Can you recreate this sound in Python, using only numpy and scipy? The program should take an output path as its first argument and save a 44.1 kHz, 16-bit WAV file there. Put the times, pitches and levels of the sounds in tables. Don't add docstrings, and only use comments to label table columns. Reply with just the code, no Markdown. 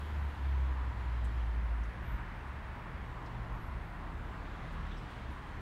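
import sys
import numpy as np
from scipy import signal
from scipy.fft import rfft, irfft, next_fast_len
from scipy.io import wavfile
from scipy.ndimage import uniform_filter1d, map_coordinates

SR = 44100
rng = np.random.default_rng(int(sys.argv[2]) if len(sys.argv) > 2 else 0)


def materialize(psi):
    bounded = np.clip(np.atleast_2d(psi).T, -1, 1)
    quanta = np.round(bounded * 32767).astype(np.int16)
    wavfile.write(sys.argv[1], SR, quanta)


N = 247391
TIME = np.arange(N) / SR

# frequency_hz, relative_db
MIC_HISS_SPECTRUM = [(2000, -1), (6000, 1), (10000, -0.5), (12000, -4.5), (17000, -4.5)]
# frequency_hz, relative_db
SIZZLE_SPECTRUM = [(4000, -30), (7000, -7), (9000, -8), (11500, -1), (13000, -2), (15000, -18)]
# start_s, length_s, start_hz, end_hz, level_db, rasp_to_tone_ratio
BRAKE_SQUEALS = [(0.354, .26, 12760, 12700, -84, 0.35), (1.1, 1.5, 10300, 10200, -88, 2.11),
                 (1.25, .22, 13180, 13200, -86, .7), (1.98, 0.24, 13050, 13350, -72, 2.2),
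                 (3.48, .13, 12400, 13100, -82, .4), (3.538, 0.21, 11400, 11500, -76, .6),
                 (3.773, .18, 12900, 12000, -84, .3)]
# start_s, level_db, centre_hz, half_width_octaves, t60_s
NEAR_TICKS = [(1.24, -66.5, 8000, 0.3, 0.13), (1.832, -70, 5900, 0.34, .08), (2.465, -78, 8000, .8, 0.17),
              (3.256, -64.5, 4300, 0.43, 0.08), (4.715, -76, 8000, 0.8, .15),
              (4.912, -58, 3490, 0.091, 0.095), (4.968, -65, 5100, .12, .1), (4.976, -73, 7900, 0.16, .12),
              (5.1, -75, 7500, 0.51, .16), (5.303, -76, 10510, .25, .16)]
# frequency_hz, relative_db
ROAD_BODY_SPECTRUM = [(90, -16.5), (180, 1.5), (300, 0.5), (480, -5), (700, -5), (1100, -16.5), (2500, -54)]
# frequency_hz, relative_db
TREAD_SPECTRUM = [(400, -20), (650, -14), (830, -4.5), (1010, -1.5), (1220, -6.5), (1700, -16), (3500, -64)]
# frequency_hz, relative_db
TYRE_RUSH_SPECTRUM = [(600, -8), (1050, -4), (1400, 0), (1900, -1), (2500, -8.5), (3300, -16), (5000, -27),
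                      (9000, -48)]
# frequency_hz, relative_db
TYRE_HISS_SPECTRUM = [(1500, -12), (2500, 0), (3200, 3.5), (4000, -2.5), (5000, -10), (6200, -15),
                      (7500, -16), (10000, -32), (15500, -46)]
# nearest_s, length_s, body_db, tread_db, rush_db, hiss_db
CAR_PASSES = [(0.15, 1.4, -75, -75, -60.5, -65), (0.726, 0.39, -60.5, -55.5, -68, -74),
              (1.28, 0.5, -60, -68, -61, -67), (2.3, .7, -80, -61, -55.3, -90),
              (3.3, .85, -66, -75, -80, -70.5), (3.413, 0.34, -60, -53.5, -75, -80),
              (4.06, 0.14, -69, -53.5, -75, -73), (4.504, 0.74, -58, -58, -67, -72),
              (5.08, 0.96, -80, -63, -66, -64)]
# frequency_hz, relative_db
RUMBLE_SPECTRUM = [(14, -13), (27, -5), (46, -11.5), (68, 6), (90, -7), (115, -8), (145, -11), (175, -11.5),
                   (260, -22), (500, -55)]
# time_s, firing_hz
CRUISER_FIRING = [(0, 50.6), (1.3, 53.3), (1.7, 57.1), (2.7, 60.5), (3.55, 58.2), (4.3, 51.2), (4.7, 57.1),
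                  (5.6, 58.4)]
# peak_s, length_s, level_db
THROTTLE_PULLS = [(1.15, 0.63, -47.5), (2.15, 0.27, -50.5), (3.42, 0.49, -46.7), (4.34, 0.17, -48),
                  (5.3, .25, -54)]
# multiple_of_firing_rate, relative_db
DRONE_HARMONICS = [(1, -0.5), (3, -15), (4, -12), (5, -20)]
# peak_s, length_s, level_db
DRONE_SWELLS = [(1.8, .2, -51.5), (2.19, 0.23, -44.5), (4.0, 1.9, -46.5), (4.81, .24, -43), (5.6, .25, -48)]
# start_s, length_s, level_db
EXHAUST_BOOMS = [(0.0, 0.14, -40), (0.143, 0.16, -34), (0.406, .21, -31.5), (0.612, 0.26, -33),
                 (0.876, 0.18, -39.5), (1.043, 0.84, -34.2), (2.107, .05, -32), (3.45, 0.15, -42)]


def amp(db):
    return 10 ** (np.asarray(db) / 20)


def unit(x):
    return x / np.sqrt(np.mean(x ** 2) + 1e-20)


def wobble(rate_hz):
    return map_coordinates(rng.standard_normal(int(N * rate_hz / SR) + 4), [TIME * rate_hz])


def swell_power(rows):
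    return sum(amp(db) ** 2 * .5 ** ((2 * (TIME - peak_s) / length_s) ** 2)
               for peak_s, length_s, db in rows)


def ramp(centre_s, rise_s):
    return .5 + .5 * np.sin(np.pi * np.clip((TIME - centre_s) / rise_s, -.5, .5))


def running_phase(pitch_hz):
    return 2 * np.pi * np.cumsum(pitch_hz) / SR


def filtered(x, response):
    size = next_fast_len(N + SR // 2)
    return irfft(rfft(x, size) * response(np.fft.rfftfreq(size, 1 / SR)), size)[..., :N]


def noise_band(response):
    return unit(filtered(rng.standard_normal(N), response))


def patchy_noise(spectrum, depth_db):
    cells = signal.stft(rng.standard_normal(N), nperseg=1024)[2]
    patches = uniform_filter1d(rng.standard_normal(cells.shape), size=7, axis=0)
    patches = uniform_filter1d(patches, size=12, axis=1)
    patchy = signal.istft(cells * amp(depth_db * unit(patches)))[1][:N]
    hz, db = np.transpose(spectrum)
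    colour = lambda f: amp(np.interp(np.log(f + 1), np.log(hz), db, left=-np.inf, right=-np.inf))
    return unit(filtered(patchy, colour))


def exhaust(firing_hz, harmonics, fade_db, smear_rad):
    phase = running_phase(firing_hz)
    out = np.zeros(N)
    for multiple, db in harmonics:
        gain = amp(db + fade_db * wobble(8))
        wander = smear_rad * wobble(10)
        out += gain * np.sin(multiple * phase + wander + rng.uniform(0, 2 * np.pi))
    return np.sqrt(2) * out


def camera_noise(hiss_db=-77, whine_db=-101, whine_hz=1733.4):
    whine = np.sqrt(2) * sum(np.sin(2 * np.pi * k * whine_hz * TIME) for k in range(4, 10))
    return amp(hiss_db) * patchy_noise(MIC_HISS_SPECTRUM, depth_db=2) + amp(whine_db) * whine


def sizzle(start_db=-75.5, fade_db_per_s=18, grain_db=2.5):
    grain = amp(grain_db * wobble(400))
    gritty = unit(grain * patchy_noise(SIZZLE_SPECTRUM, depth_db=2.5))
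    return amp(start_db - fade_db_per_s * TIME) * gritty


def brakes(waver_hz=90, rasp_rate_hz=550):
    out = np.zeros(N)
    for start_s, length_s, start_hz, end_hz, db, rasp in BRAKE_SQUEALS:
        progress = np.clip((TIME - start_s) / length_s, 0, 1)
        pitch_hz = start_hz + (end_hz - start_hz) * progress + waver_hz * wobble(45)
        grip = 1 + rasp * (wobble(rasp_rate_hz) + 1j * wobble(rasp_rate_hz))
        squeal = unit(np.real(grip * np.exp(1j * running_phase(pitch_hz))))
        out += amp(db) * np.sin(np.pi * progress) ** 2 * squeal
    return out


def ticks(rise_s=0.0059):
    out = np.zeros(N)
    for start_s, db, centre_hz, octaves, t60_s in NEAR_TICKS:
        band = noise_band(lambda hz: 1 / (1 + (np.log2((hz + 1) / centre_hz) / octaves) ** 2))
        age_s = np.maximum(TIME - start_s, 0)
        envelope = amp(-60 * age_s / t60_s) * (1 - np.exp(-age_s / rise_s))
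        out += amp(db) * band * envelope / envelope.max()
    return out


def tyres(drift_db=0.34, drift_rate_hz=2.94):
    nearest_s, length_s, *pass_db = np.transpose(CAR_PASSES)
    layers = [(-54.5, patchy_noise(ROAD_BODY_SPECTRUM, depth_db=0.26)),  # wash_db, sound
              (-54.5, patchy_noise(TREAD_SPECTRUM, depth_db=1.5)),
              (-54.5, patchy_noise(TYRE_RUSH_SPECTRUM, depth_db=0.64)),
              (-76.5, patchy_noise(TYRE_HISS_SPECTRUM, depth_db=1.5))]
    out = np.zeros(N)
    for (wash_db, sound), peaks_db in zip(layers, pass_db):
        power = amp(wash_db) ** 2 + swell_power(zip(nearest_s, length_s, peaks_db))
        drift = amp(drift_db * wobble(drift_rate_hz))
        out += np.sqrt(power) * drift * sound
    return out


def singing_tread(peak_s=.76, length_s=.45, level_db=-55.5, pitch_hz=985, width_hz=110):
    band = noise_band(lambda hz: 1 / (1 + (2 * (hz - pitch_hz) / width_hz) ** 2))
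    return np.sqrt(swell_power([(peak_s, length_s, level_db)])) * band


def street_rumble(level_db=-46):
    return amp(level_db) * patchy_noise(RUMBLE_SPECTRUM, depth_db=1.25)


def cruising_car(between_pulls_db=-55):
    firing_hz = np.interp(TIME, *np.transpose(CRUISER_FIRING))
    gain = np.sqrt(amp(between_pulls_db) ** 2 + swell_power(THROTTLE_PULLS))
    return gain * exhaust(firing_hz, [(1, -4.5), (2, -3)], fade_db=2.5, smear_rad=0.62)


def droning_engine(held_hz=43.17, eases_at_s=1.85, sag_hz_per_s=1.17, between_swells_db=-61):
    firing_hz = held_hz - sag_hz_per_s * np.maximum(TIME - eases_at_s, 0)
    gain = np.sqrt(amp(between_swells_db) ** 2 + swell_power(DRONE_SWELLS))
    return gain * exhaust(firing_hz, DRONE_HARMONICS, fade_db=1.5, smear_rad=0.32)


def slowing_car(start_hz=75.6, idle_hz=48.26, slowing_s=1.41, edge_s=0.12):
    firing_hz = idle_hz + (start_hz - idle_hz) * np.exp(-TIME / slowing_s)
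    gain = sum(amp(db) * ramp(start_s, edge_s) * (1 - ramp(start_s + length_s, edge_s))
               for start_s, length_s, db in EXHAUST_BOOMS)
    return gain * exhaust(firing_hz, [(1, 0), (2, -20.5)], fade_db=0.1, smear_rad=0.055)


def scene():
    engines = street_rumble() + slowing_car() + droning_engine() + cruising_car()
    return (engines + tyres() + ticks() + brakes() + sizzle() + camera_noise() + singing_tread())[None]


def record(dry):
    return filtered(dry, lambda hz: hz < 15720)


dry = scene()
out = record(dry)
materialize(out)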